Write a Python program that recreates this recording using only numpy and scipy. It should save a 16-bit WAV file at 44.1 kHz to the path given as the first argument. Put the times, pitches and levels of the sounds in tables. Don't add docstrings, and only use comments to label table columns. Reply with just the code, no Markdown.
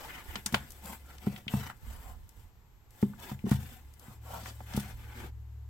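import sys
import numpy as np
from scipy import signal
from scipy.fft import rfft, irfft, next_fast_len
from scipy.io import wavfile
from scipy.ndimage import uniform_filter1d

SR = 44100
rng = np.random.default_rng(int(sys.argv[2]) if len(sys.argv) > 2 else 0)


def output_pcm(signal):
    pcm = np.clip(np.atleast_2d(signal).T, -1, 1) * 32767
    wavfile.write(sys.argv[1], SR, np.round(pcm).astype(np.int16))


N = 250929
TIME_S = np.arange(N) / SR

# freq_hz, correlation
STEREO_LIKENESS = [(60, 0.8), (300, 0.88), (700, 0.6), (1400, 0.21), (3000, 0), (5000, 0.19), (8000, 0.3),
                   (14000, 0.96)]
# freq_hz, lean_db
STEREO_LEAN = [(60, -5.5), (200, 1.5), (700, 4.5), (1300, -1), (2400, 4.5), (4400, 1.5), (8100, 10),
               (12000, 6), (15000, 0)]
# freq_hz, t60_s
ROOM_DECAY = [(100, 0.75), (500, 0.19), (2000, 0.24), (6000, 0.057), (15000, 0.2)]
# freq_hz, density_db
HISS_SPECTRUM = [(25, -3.5), (100, 1.5), (170, -10.5), (300, -18), (430, -15), (560, -24.5), (860, -16),
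                 (1200, -21), (3000, -28), (6000, -33.5), (7600, -31), (10000, -51), (12500, -27),
                 (16000, -43)]
# freq_hz, density_db
RUMBLE_SPECTRUM = [(10, -20), (28, -5), (52, 0.5), (85, -5.0), (130, -19), (300, -34.5), (900, -88.5)]
# start_s, end_s, level_db
RUMBLE_SURGES = [(-.05, 0.752, -56), (0.273, 0.362, -44), (1.812, 2.018, -43.5), (2.038, 2.29, -46),
                 (2.35, 2.477, -50), (3.298, 3.9, -56), (4.699, 5.453, -52)]
# start_s, end_s, lower_line_db, upper_line_db
HUM_SWELLS = [(0.401, 1.45, -53.5, -69), (3.5, 4.083, -54.5, -65), (4.094, 5.9, -49.5, -51.5),
              (5.15, 5.9, -48, -59)]
# freq_hz, width_hz, gain_db
CAVITY_MODES = [(576, 30, 2.5), (747, 41, 9), (880, 110, 8.5), (1387, 190, 4), (2024, 70, 2),
                (2290, 80, 2.5), (3064, 110, 6), (3496, 88, 6)]
# freq_hz, density_db
GRIT_SPECTRUM = [(4000, -10), (6200, -9), (7800, 4), (9600, -6.5), (12500, 3.5), (15500, -2)]
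# freq_hz, density_db
SCUFF_SPECTRUM = [(90, -10.5), (160, 2), (235, 6.5), (315, -2.5), (450, -0.5), (620, -6), (900, -8),
                  (1700, -5.5), (3000, -9), (4200, -12), (6000, -13), (9000, -24.5)]
# start_s, end_s, scuff_db
BOUTS = [(-.1, 1.094, -57), (1.04, 2.533, -64), (2.89, 4.234, -62.5), (4.199, 5.284, -59)]
# start_s, end_s, rise_share, scuff_db, grit_db, rasp_db, rasp_hz
SLIDES = [(-.06, .12, 0.52, -49.5, -56, -50, 1000), (0.069, .245, 0.27, -51, -57.5, -48, 1770),
          (.22, 0.427, 0.75, -51, -54.5, -51, 1830), (0.462, 0.699, 0.087, -54, -58.5, -53.5, 1530),
          (0.659, 0.841, .3, -63, -61, -71.5, 1490), (0.809, .985, .5, -49, -50, -51, 990),
          (1.041, 1.197, 0.48, -58, -63, -59, 1360), (1.199, 1.438, 0.27, -50, -57.5, -60, 980),
          (1.477, 1.632, 0.49, -45.5, -49.5, -55, 850), (1.585, 1.735, 0.4, -48, -54, -50, 1440),
          (1.79, 2.152, 0.43, -56.5, -59, -59.5, 1200), (2.016, 2.18, 0.36, -68, -65, -56.5, 800),
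          (2.343, 2.462, 0.41, -66, -66.5, -78, 710), (2.93, 3.111, 0.55, -62.5, -63, -78, 1000),
          (3.166, 3.362, 0.52, -48.5, -55, -61, 1600), (3.448, 3.6, 0.56, -45, -53.5, -58, 1800),
          (3.567, 3.818, 0.26, -54, -56.5, -61, 2190), (3.979, 4.18, 0.5, -58.5, -60, -61, 1040),
          (4.231, 4.439, 0.7, -50, -54, -45.5, 780), (4.367, 4.547, 0.57, -50, -57, -55, 4740),
          (4.65, 4.952, 0.39, -48, -54.5, -52.5, 1600), (4.922, 5.31, 0.78, -55.5, -64.5, -54, 1440),
          (5.126, 5.31, 0.46, -54.5, -63, -50, 263)]
# start_s, level_10ms_db
GRAIN_TICKS = [(0.705, -50), (0.719, -52), (0.857, -50.5), (2.2913, -58.5), (2.9064, -64.5), (3.2, -58),
               (3.251, -60), (3.494, -49.5), (3.938, -61.5), (3.9956, -57)]
# start_s, level_10ms_db
GRIT_CRUNCHES = [(0.5235, -44.5), (0.544, -40), (3.015, -52), (3.51, -41), (3.537, -48), (4.764, -39.5),
                 (4.797, -43.5)]
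# low_hz, high_hz, decay_s, lean_db
TICK_SHAPE, CRUNCH_SHAPE = (4500, 14700, 0.0017, 7.1), (2600, 15000, 0.011, 3.9)
# start_s, level_10ms_db, low_hz,
# high_hz, decay_s, lean_db
JAW_SNAPS = [(0.3557, -35, 577, 4640, 0.0037, 2.5), (0.4606, -29.5, 3860, 10300, 0.0032, 4),
             (0.462, -41, 770, 3030, 0.0052, 7.5), (0.5433, -23.5, 450, 3030, 0.0021, 3.5),
             (0.5457, -27.5, 700, 3370, 0.0017, -2.5), (1.1824, -55.5, 1770, 6870, 0.002, 6),
             (1.3609, -46.5, 1700, 3620, 0.004, 1), (1.48, -35, 2140, 3440, 0.0025, 5.5),
             (1.699, -40, 860, 1930, 0.0011, 0.5), (3.134, -54.5, 1020, 1580, 0.0049, 2),
             (3.391, -59, 2040, 2900, 0.002, 9), (3.52, -40, 590, 2040, 0.0086, -7),
             (4.4574, -43, 990, 2200, 0.0034, 3), (4.736, -45.5, 990, 6350, 0.0023, 2)]
# freq_hz, level_db, t60_s, right_lag_cycles
FLOOR_MODES = [(81.8, -17.5, 0.45, 0.021), (107.8, -18, 0.34, 0.0099), (132.5, -3.5, 0.18, .02),
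               (156, 1.5, 0.062, 0.064), (199.8, 4.5, 0.099, 0.038), (216, -9.5, 0.11, 0.17),
               (265.5, -21, 0.14, 0.065), (365.6, -13, 0.056, 0.13), (397.3, -23, .09, 0.058)]
# start_s, peak_db, hardness_db_per_octave, rise_s, slap_db, slap_hz
BLOWS = [(0.357, -39, 7, 0.006, -49, 850), (0.459, -36.5, 3, 0.0042, -60, 900),
         (0.5246, -29.5, -2, 0.0047, -49, 1500), (0.5375, -21, -1.5, 0.0017, -50, 904),
         (1.2695, -17.5, 8.5, 0.0019, -44.5, 746), (1.4673, -33.5, -7, 0.0007, -59, 900),
         (1.5381, -16.5, -5.5, 0.0037, -39, 830), (3.028, -13, 11, 0.0021, -41, 1110),
         (3.3159, -27.5, -8, 0.0032, -45.5, 800), (3.4404, -23.5, 6.5, 0.0048, -65, 810),
         (3.467, -23.5, 12, 0.0022, -47, 815), (3.515, -11.5, -8, 0.0018, -37, 1010),
         (4.082, -39, -12, 0.0019, -61, 900), (4.606, -48, 15, 0.0012, -45.5, 715),
         (4.746, -25.5, -1, 0.0022, -66, 900), (4.776, -20, 5, 0.00033, -41.5, 980)]


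def gain_of(db):
    return 10 ** (np.asarray(db) / 20)


def unit_rms(x):
    return x / np.sqrt(np.mean(x ** 2) + 1e-20)


def curve_at(points, hz):
    points_hz, values = np.transpose(points)
    return np.interp(np.log(hz + 1), np.log(points_hz + 1), values)


def add(mix, start_s, sound):
    part = mix[:, round(start_s * SR):][:, :sound.shape[1]]
    part += sound[:, :part.shape[1]]


def panned(x, lean_db):
    return x * gain_of(np.array([[.5], [-.5]]) * lean_db)


def paired_spectra(x):
    left, other = rfft(x)
    likeness = np.clip(curve_at(STEREO_LIKENESS, np.fft.rfftfreq(x.shape[1], 1 / SR)), -1, 1)
    return np.array([left, likeness * left + np.sqrt(1 - likeness ** 2) * other])


def coloured(x, spectrum):
    hz = np.fft.rfftfreq(x.shape[1], 1 / SR)
    stereo = panned(paired_spectra(x), curve_at(STEREO_LEAN, hz))
    return unit_rms(irfft(stereo * gain_of(curve_at(spectrum, hz)), x.shape[1]))


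def swell(t, start_s, end_s, rise_s, fall_s):
    return np.sin(np.pi / 2 * np.clip(np.minimum((t - start_s) / rise_s, (end_s - t) / fall_s), 0, 1))


def swelling(rest_db, swells, edge_s):
    power = sum((gain_of(db) * swell(TIME_S, start_s, end_s, edge_s, edge_s)) ** 2
                for start_s, end_s, db in swells)
    return np.sqrt(gain_of(rest_db) ** 2 + power)


def machine_hum(lines_hz=(69.1, 109.2), rest_db=(-69.5, -70.5), waver_hz=.8):
    hum = 0
    for k, hz in enumerate(lines_hz):
        swells = [(start_s, end_s, lines_db[k]) for start_s, end_s, *lines_db in HUM_SWELLS]
        level = swelling(rest_db[k], swells, edge_s=.2)
        drift_hz = waver_hz * unit_rms(uniform_filter1d(rng.standard_normal(N), size=12000))
        hum = hum + level * np.sqrt(2) * np.sin(2 * np.pi * np.cumsum(hz + drift_hz) / SR)
    return panned(hum, lean_db=1.5)


def room_noise(rumble_db=-61, hiss_db=-61.5):
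    rumble = coloured(rng.standard_normal((2, N)), RUMBLE_SPECTRUM)
    hiss = coloured(rng.standard_normal((2, N)), HISS_SPECTRUM)
    return swelling(rumble_db, RUMBLE_SURGES, edge_s=0.029) * rumble + gain_of(hiss_db) * hiss


def room_reverb(x, build_s=0.0066):
    hz, t, spectra = signal.stft(rng.standard_normal((2, SR // 2)), SR, nperseg=256)
    decay = gain_of(-60 * t / curve_at(ROOM_DECAY, hz)[:, None])
    tail = signal.istft(spectra * decay, SR, nperseg=256)[1]
    onset = np.minimum(np.arange(tail.shape[1]) / SR / build_s, 1)
    tail = irfft(paired_spectra(tail * onset))
    return signal.fftconvolve(x, tail / np.linalg.norm(tail[0]), axes=1)[:, :N]


def tub_cavity(x):
    return x + sum((gain_of(db) - 1) * signal.lfilter(*signal.iirpeak(hz, hz / width_hz, SR), x)
                   for hz, width_hz, db in CAVITY_MODES)


def tub_walls(x, echo_gain=0.36, reach_s=.009, count=7):
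    delays_s = rng.uniform(0.1014, 1, (count, 1)) * reach_s
    hz = np.fft.rfftfreq(x.shape[1], 1 / SR)
    comb = 1 + echo_gain * np.exp(-2j * np.pi * delays_s * hz).sum(0)
    return irfft(rfft(x) * comb, x.shape[1])


def stick_slip(size, per_s, spread_db, hiss_gain):
    strengths = gain_of(spread_db * np.minimum(rng.exponential(1, size), 4))
    slipping = rng.random(size) < per_s / SR
    clicks = unit_rms(strengths * slipping * rng.standard_normal((2, size)))
    return tub_walls(clicks + hiss_gain * rng.standard_normal((2, size)))


def judder(depth_db, span_samples=500):
    pressure = uniform_filter1d(uniform_filter1d(rng.standard_normal(N), span_samples), span_samples)
    return gain_of(depth_db * unit_rms(pressure))


def moving_contact(x, depth_db=2.0, span_frames=9, span_bins=3):
    spectra = signal.stft(x, SR, nperseg=512, noverlap=384)[2]
    patches = uniform_filter1d(rng.standard_normal(spectra.shape[1:]), span_bins, 0)
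    patches = unit_rms(uniform_filter1d(patches, span_frames, 1))
    ripple = unit_rms(gain_of(depth_db * patches))
    return signal.istft(spectra * ripple, SR, nperseg=512, noverlap=384)[1][:, :N]


def grit(size, coarse_db=-10):
    fine = coloured(stick_slip(size, per_s=5000, spread_db=8, hiss_gain=1.6), GRIT_SPECTRUM)
    coarse = coloured(stick_slip(size, per_s=110, spread_db=5.0, hiss_gain=.05), GRIT_SPECTRUM)
    return fine + gain_of(coarse_db) * coarse


def fidget(grit_db=-3, edge_s=0.1, tire_db_per_s=5):
    effort = 0
    for start_s, end_s, db in BOUTS:
        level = gain_of(db - tire_db_per_s * (TIME_S - start_s))
        effort = effort + level * swell(TIME_S, start_s, end_s, edge_s, edge_s)
    friction = stick_slip(N, per_s=980, spread_db=5.0, hiss_gain=2.5)
    scuff = coloured(tub_cavity(friction), SCUFF_SPECTRUM)
    return effort * (scuff + gain_of(grit_db) * grit(N)) * judder(depth_db=0.8)


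def skin_slides(sag_db_per_s=29, stop_s=0.064, rasp_step_octaves=0.66):
    out = np.zeros((2, N))
    for start_s, end_s, rise_share, scuff_db, grit_db, rasp_db, rasp_hz in SLIDES:
        size = next_fast_len(int((end_s - start_s) * SR))
        t = max(start_s, 0) + np.arange(size) / SR
        rise_s = rise_share * (end_s - start_s)
        sag = gain_of(-sag_db_per_s * np.maximum(t - start_s - rise_s, 0))
        speed = swell(t, start_s, end_s, rise_s, stop_s) * sag
        sliding = stick_slip(size, per_s=2300, spread_db=-1.0, hiss_gain=0.7)
        scuff = gain_of(scuff_db) * coloured(tub_cavity(sliding), SCUFF_SPECTRUM)
        sticking = stick_slip(size, per_s=1400, spread_db=3.0, hiss_gain=0.95)
        hump = [(rasp_hz * 2 ** (k * rasp_step_octaves), -5 * k ** 2) for k in np.arange(-3, 4)]
        rasp = gain_of(rasp_db) * coloured(tub_cavity(sticking), hump)
        add(out, t[0], speed * (scuff + gain_of(grit_db) * grit(size) + rasp))
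    return out * judder(depth_db=1.5)


def crackle(envelope, span_bins=40):
    noise = irfft(paired_spectra(rng.standard_normal((2, len(envelope)))))
    spectra = rfft(noise * envelope)
    return irfft(spectra / np.sqrt(uniform_filter1d(abs(spectra) ** 2, span_bins, 1) + 1e-12))


def grain_contacts():
    ticks = [(start_s, db, *TICK_SHAPE) for start_s, db in GRAIN_TICKS]
    return ticks + [(start_s, db, *CRUNCH_SHAPE) for start_s, db in GRIT_CRUNCHES]


def skin_slaps(lead_s=.002, width_octaves=1.43, decay_s=0.0036):
    edge = 2 ** (width_octaves / 2)
    return [(start_s - lead_s, db, hz / edge, hz * edge, decay_s, 0) for start_s, *_, db, hz in BLOWS]


def contact_bursts(contacts, scatter_db=-23, scatter_s=0.021, rise_s=0.00072, cavity_mix=0.79):
    out, pad_s = np.zeros((2, N)), .005
    t = np.maximum(np.arange(4096) / SR - pad_s, 0)
    for start_s, db, low_hz, high_hz, decay_s, lean_db in contacts:
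        fall = np.exp(-t / decay_s) + gain_of(scatter_db) * np.exp(-t / scatter_s)
        envelope = fall * (1 - np.exp(-t / rise_s))
        band = signal.butter(2, [low_hz, high_hz], "band", fs=SR, output="sos")
        burst = signal.sosfilt(band, crackle(envelope))
        burst = (1 - cavity_mix) * burst + cavity_mix * tub_cavity(burst)
        burst *= np.sqrt(.01 * SR) / np.linalg.norm(burst, axis=1, keepdims=True)
        add(out, start_s - pad_s, panned(gain_of(db) * burst, lean_db))
    return out


def body_thumps(lean_db=2, detune_share=0.013, cut_hz=70):
    out, t = np.zeros((2, N)), np.arange(SR // 2) / SR
    low_cut = signal.butter(2, cut_hz, "high", fs=SR, output="sos")
    for start_s, peak_db, hardness_db_per_octave, rise_s, *_ in BLOWS:
        ring = 0
        for hz, db, t60_s, lag_cycles in FLOOR_MODES:
            detuned_hz = hz * (1 + detune_share * rng.standard_normal())
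            cycles = detuned_hz * t + np.array([[.5], [-.5]]) * lag_cycles
            mode_db = db + hardness_db_per_octave * np.log2(hz / 200) - 60 * t / t60_s
            ring = ring + gain_of(mode_db) * np.sin(2 * np.pi * cycles)
        ring = signal.sosfilt(low_cut, ring * (1 - np.exp(-t / rise_s)))
        add(out, start_s, panned(gain_of(peak_db) * ring / abs(ring).max(), lean_db))
    return out


def scene():
    thumps = body_thumps()
    bursts = contact_bursts(JAW_SNAPS + skin_slaps() + grain_contacts())
    reverb = room_reverb(gain_of(-27.0) * bursts + gain_of(-22.5) * thumps)
    scuffing = moving_contact(skin_slides() + fidget())
    return thumps + bursts + reverb + scuffing + machine_hum() + room_noise()


def record(dry):
    low_pass = signal.firwin(511, 16000, window=("kaiser", 9), fs=SR)
    return signal.oaconvolve(dry, low_pass[None], "same")


dry = scene()
out = record(dry)
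output_pcm(out)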